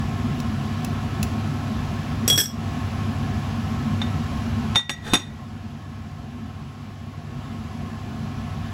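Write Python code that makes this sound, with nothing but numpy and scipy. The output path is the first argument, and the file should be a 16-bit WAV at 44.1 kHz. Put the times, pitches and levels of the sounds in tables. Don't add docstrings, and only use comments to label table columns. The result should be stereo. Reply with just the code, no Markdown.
import sys
import numpy as np
from scipy import signal
from scipy.fft import rfft, irfft, next_fast_len
from scipy.io import wavfile
from scipy.ndimage import uniform_filter1d

SR = 44100
rng = np.random.default_rng(int(sys.argv[2]) if len(sys.argv) > 2 else 0)


def unload_audio(sound):
    columns = np.transpose(np.atleast_2d(sound))
    steps = np.round(np.clip(columns, -1, 1) * 32767)
    wavfile.write(sys.argv[1], SR, steps.astype(np.int16))


N = 384993


def amp(db):
    return 10 ** (np.asarray(db) / 20)


def evened(x):
    return x / np.sqrt(np.mean(x ** 2) + 1e-20)


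def read(points, hz):
    f, value = np.transpose(points)
    return np.interp(np.log(hz + 1), np.log(f + 1), value)


def add(mix, start_s, sound, pan_db):
    part = mix[:, round(start_s * SR):][:, :sound.shape[-1]]
    side_db = np.array([[.5], [-.5]]) * pan_db
    part += amp(side_db) * sound[..., :part.shape[1]]


def burst(centre_hz, t60_s, spread_oct):
    t = np.arange(4096) / SR
    f = np.fft.rfftfreq(4096, 1 / SR) + 1
    band = np.exp(-.5 * (np.log2(f / centre_hz) / spread_oct) ** 2)
    puff = irfft(rfft(rng.standard_normal(4096)) * band)
    return evened(puff) * amp(-60 * t / t60_s) / 2


def contact_flutter(mode_count, samples):
    a, b = rng.standard_normal((2, mode_count, samples // 32 + 1))
    real = uniform_filter1d(uniform_filter1d(a, 8, 1), 8, 1)
    imag = uniform_filter1d(uniform_filter1d(b, 8, 1), 8, 1)
    flutter = real + 1j * imag
    flutter /= np.sqrt(np.mean(abs(flutter) ** 2))
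    return np.repeat(flutter, 32, 1)[:, :samples]


def ring(modes, bright_db_per_oct=0., first_db=0., second_db=0., free_s=1., chatter=0.69,
         choke_db_per_s=496.0, loss_db=30., wide_rad=0.75):
    hz, db, t60_s = np.transpose(modes)[:, :, None]
    t = np.arange(SR // 3) / SR
    db = db + bright_db_per_oct * np.log2(hz / 4000) + 0.45 * rng.standard_normal(hz.shape)
    db[:2, 0] += first_db, second_db
    felt = np.clip(hz / 3300, 0, 1) ** 1.6
    choked_db = felt * np.clip(choke_db_per_s * (t - free_s), 0, loss_db)
    attack = 1 - np.exp(-t / 0.00039)
    fade = amp(db - 60 * t / t60_s - choked_db) * attack
    chatter = np.clip(chatter, 0, 1) * np.sqrt(felt)
    contact = np.sqrt(1 - chatter ** 2) + chatter * contact_flutter(len(hz), len(t))
    wave = fade * contact * np.exp(2j * np.pi * hz * t)
    lead = wide_rad * rng.standard_normal(hz.shape)
    left = (wave * np.exp(.5j * lead)).sum(0).imag
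    right = (wave * np.exp(-.5j * lead)).sum(0).imag
    return np.array([left, right])


def chatter_of(base, first_db):
    return base - .05 * first_db


def chopsticks():
    # start_s, strength_db, bright_db_per_oct, first_mode_db, second_mode_db, crack_db, dish_db
    landings = [(2.2783, -18, 5, -4.5, 1, 5, -16), (2.3005, -16, 0.5, 5.5, 1.5, 3, -20),
                (2.327, -24, 2.5, 11, 2, -4, -16), (2.358, -31.5, 6, -15, 6, 3, -14),
                (2.377, -11.5, 0, -9.5, 2, -1.5, -12), (2.389, -18, 1, -13.5, -2, -12, -5.5),
                (2.402, -14.5, 0.5, -2, -4, -11, -11), (2.412, -19, 0, -3.5, -4, -5, -11),
                (2.437, -28, 2, -9, -7, 0, -10), (2.457, -32.5, -1, -19, 5, 0, -9)]
    # hz, level_db, t60_s
    rod_modes = [(3327, -1, .45), (5658, -1, .15), (3505, -19, .12), (6010, -20, .2), (6385, -20, .2),
                 (7625, -14, .2), (7795, -11, .17), (8258, -5, .16), (8530, -6, .13), (10500, -16, .12),
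                 (11250, -14, .15), (11795, -11, .14), (13700, -12, .1), (14425, -13, .16),
                 (15500, -24, .12)]
    # hz, level_db, t60_s
    dish_modes = [(5268, 1, 0.27), (5184, -6, .2), (1560, -10, .08), (1640, -2, 0.11), (1743, -4, .09),
                  (4404, -28, .15)]
    thud_db, pan_db, grip_after_s = -4, 3, 0.0018
    out = np.zeros((2, N))
    gaps_s = np.diff([row[0] for row in landings], append=N / SR)
    for (s, db, bright, first_db, second_db, crack_db, dish_db), gap_s in zip(landings, gaps_s):
        rod = ring(rod_modes, bright, first_db, second_db, gap_s + grip_after_s,
                   chatter_of(.35, first_db), choke_db_per_s=1200., loss_db=20.0)
        dish = ring(dish_modes, chatter=0.38)
        add(out, s, amp(db) * rod + amp(db + dish_db) * dish, pan_db)
        add(out, s, amp(db + crack_db) * burst(3400, 0.056, 1.3), pan_db)
        add(out, s, amp(db + crack_db + thud_db) * burst(274, 0.077, 0.77), pan_db)
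    return out


def lid():
    # start_s, strength_db, bright_db_per_oct, first_mode_db, second_mode_db, free_s, thud_db
    knocks = [(4.0165, -25, -5.5, 0.1, -3, 0.0051, -2), (4.75, -28, -5, -6, -13, 0.007, -4),
              (4.7568, -15, 0, 6, 2, 0.031, 2.5), (4.792, -32, 1, -8, -11, 0.02, -9),
              (4.8947, -20, 0.5, -7.5, 3, 0.042, -8), (5.1352, -13, 4.5, -6, -1, 0.021, 3),
              (5.142, -18, 5, 0.5, -2, 0.015, 4), (5.152, -21.5, 2, -6, -2, 0.016, 9),
              (5.165, -33, -1, -9, -6, .02, -3), (5.199, -43, -1, -5, -10, 0.055, -6)]
    # time_s, grit_db
    slide = [(5.02, -50), (5.05, -38), (5.08, -30), (5.105, -37), (5.125, -31.5), (5.15, -28), (5.21, -52),
             (5.261, -60)]
    # hz, level_db, t60_s
    lid_modes = [(3631, 0, .3), (1930, -14, .7), (2234, -24, .2), (3580, -14, .17), (3860, -5, .045),
                 (4900, -16, .04), (5722, -16, .28), (6585, -20, .2), (6627, -14, .17), (7240, -24, .15),
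                 (8080, -12, .1), (9860, -28, .12), (10690, -17, .1), (11850, -26, .12), (12550, -30, .1),
                 (13500, -30, .15)]
    # hz, level_db, t60_s
    pot_modes = [(286, -16, 0.11), (366, -13, 0.17), (562, -8.5, 0.065), (733, -9.5, 0.076),
                 (840, -6, 0.082), (1066, 5, 0.021), (1290, -9.5, 0.044), (2530, -2, 0.032)]
    crack_db, pot_db, pan_db = 4.5, -2.5, 3.5
    out = np.zeros((2, N))
    for s, db, bright, first_db, second_db, free_s, thud_db in knocks:
        glaze = ring(lid_modes, bright, first_db, second_db, free_s, chatter_of(.5, first_db),
                     choke_db_per_s=700., loss_db=17.0, wide_rad=0.49)
        add(out, s, amp(db) * glaze, pan_db)
        add(out, s, amp(db + pot_db) * ring(pot_modes, chatter=0.96, wide_rad=1.3), pan_db)
        add(out, s, amp(db + crack_db) * burst(1700, 0.05, 0.93), pan_db)
        add(out, s, amp(db + thud_db) * burst(210, 0.033, 0.68), pan_db)

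    s, db = np.transpose(slide)
    t = np.arange(s[0], s[-1], 1 / SR)
    grit = rng.standard_normal(len(t)) * amp(np.interp(t, s, db))
    body = ring(lid_modes, 1.9, 2.0, -4.0, 0.053, 0.091) + amp(4) * ring(pot_modes)
    rasp, rumble = amp(19.0) * burst(610, 0.0088, 1.2), amp(12.5) * burst(120, .03, 0.55)
    body[:, :4096] += rasp + rumble
    add(out, s[0], signal.fftconvolve(grit[None], body / np.linalg.norm(body[0])), 1.5)

    push = np.arange(-.012, .012, 1 / SR) / 0.0026
    add(out, 5.12, amp(-11) * -push * np.exp(-push ** 2), .1)
    return out


def ticks():
    # start_s, level_db, centre_hz, t60_s, tips_db
    touches = [(.3915, -33, 11000, .01, -20), (0.402, -18.5, 2200, .012, -18), (.847, -20, 5000, 0.02, -9),
               (1.229, -18.5, 5500, 0.05, -5), (1.6796, -42, 5000, .02, -14)]
    # hz, level_db, t60_s
    tip_modes = [(2620, -1, .025), (3980, -10, 0.019), (5950, -1.5, 0.031), (7070, 0, 0.021),
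                 (10450, 0, 0.016), (13500, -5, .022)]
    pan_db = 4
    out = np.zeros((2, N))
    for s, db, centre_hz, t60_s, tips_db in touches:
        add(out, s, amp(db) * burst(centre_hz, t60_s, 1.6), pan_db)
        add(out, s, amp(db + tips_db) * ring(tip_modes, chatter=0.66), pan_db)
    return out


def fan():
    # hz, level_db
    roar_db = [(25, -84), (38, -71), (50, -59), (80, -48), (112, -56.5), (190, -59), (260, -57), (320, -65),
               (500, -70), (1000, -70), (2000, -75), (4000, -82.5), (8000, -90), (15500, -102)]
    # centre_hz, width_hz, lift_db
    resonances = [(90.9, 6.9, 8), (144.6, 27, 11), (226.7, 37.7, 11.5), (386, 41, 4), (722, 127, 8),
                  (1078, 72, 8), (1303, 25, 7.5), (1720, 50, 6.5), (2366, 97, 2), (2910, 720, 2)]
    # hz, likeness
    likeness = [(60, 1.9), (160, 1.16), (270, 0.84), (450, -0.07), (1200, 0.5), (2000, -0.04), (3300, 0.46),
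                (5500, 0.47), (7000, -0.15), (7150, -0.5), (16000, 3)]
    # hz, left_minus_right_db
    balance = [(50, 0), (80, -2.5), (130, -6), (290, 3), (640, 1.5), (1410, 0), (3100, 3.5), (6000, 5.5),
               (8000, 8.5)]
    buzz_hz, buzz_rms_db, roar_rms_db = 100.5, -31.5, -25.5
    frames, hz = N // 1024 + 5, np.fft.rfftfreq(4096, 1 / SR)
    a, b, c, d, patches = rng.standard_normal((frames, 2049, 5)).T
    patches_db = evened(uniform_filter1d(uniform_filter1d(patches, 28, 0), 3, 1))
    colour_db = read(roar_db, hz)
    for centre_hz, width_hz, lift_db in resonances:
        colour_db = colour_db + lift_db / (1 + (2 * (hz - centre_hz) / width_hz) ** 4)
    alike = np.clip(read(likeness, hz), -1, 1)[:, None]
    left = a + 1j * b
    right = alike * left + np.sqrt(1 - alike ** 2) * (c + 1j * d)
    side_db = np.array([.5, -.5])[:, None, None] * read(balance, hz)[:, None]
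    spectra = np.array([left, right]) * amp(colour_db[:, None] + patches_db + side_db)
    noise = signal.istft(spectra, nperseg=4096, noverlap=3072)[1][:, :N]
    roar = amp(roar_rms_db) * evened(noise)
    t = np.arange(N) / SR
    buzz = amp(buzz_rms_db) * np.sqrt(2) * np.sin(2 * np.pi * buzz_hz * t)
    return (roar + buzz) * amp(hum_db(t))


def hum_db(t):
    # start_s, deepest_after_s, depth_db
    dips = [(2.35, 0.11, -9.5), (4.755, 0.093, -9.5), (5.13, 0.068, -4)]
    sink_s, sink_db, sink_in_s = 4.755, -9.5, .025
    step_s, step_db, step_in_s, climb_db_per_s = 7.22, 2.5, 0.21, 2
    level_db = sink_db * np.clip((t - sink_s) / sink_in_s, 0, 1)
    level_db += step_db * np.clip((t - step_s) / step_in_s, 0, 1)
    level_db += climb_db_per_s * np.maximum(t - step_s, 0)
    for start_s, deepest_after_s, depth_db in dips:
        u = np.maximum(t - start_s, 0) / deepest_after_s
        level_db += depth_db * u * np.exp(.5 * (1 - u ** 2))
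    return level_db


def kitchen(x):
    # hz, t60_s
    decay = [(200, 0.24), (2000, 0.3), (10000, 0.25)]
    size = SR // 2
    taps = np.zeros((2, size))
    at = np.arange(60, size - 20, 20) + rng.integers(0, 20, (2, (size - 61) // 20))
    np.put_along_axis(taps, at, rng.choice([-1., 1.], at.shape), 1)
    hz, t, z = signal.stft(taps, SR, nperseg=256)
    fade = amp(-60 * t / read(decay, hz)[:, None])
    tail = signal.istft(z * fade, SR, nperseg=256)[1]
    return signal.fftconvolve(x.mean(0)[None], tail / np.linalg.norm(tail[0]), axes=1)[:, :N]


def scene():
    blows = chopsticks() + lid() + ticks()
    return blows + amp(-9.5) * kitchen(blows) + fan()


def record(dry):
    turn_from_hz, turn_every_hz, edge_hz, ceiling = 7020, 3990, 16000, .92
    size = next_fast_len(N + 4096)
    hz = np.fft.rfftfreq(size, 1 / SR)
    sides = rfft(dry, size)
    shared = np.clip((hz - 6300) / 1200, 0, .85)
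    sides += shared * (sides.mean(0) - sides)
    turn = 2 * np.pi * np.maximum(hz - turn_from_hz, 0) / turn_every_hz
    turn -= 0.37 * np.sin(2 * turn)
    turned = irfft(sides * np.exp(.5j * np.array([[-1], [1]]) * turn), size)[:, :N]
    rounded = turned / (1 + (turned / ceiling) ** 6) ** (1 / 6)
    lowpass = signal.firwin(255, edge_hz, window=("kaiser", 9), fs=SR)
    return signal.oaconvolve(rounded, lowpass[None], "same")


dry = scene()
out = record(dry)
unload_audio(out)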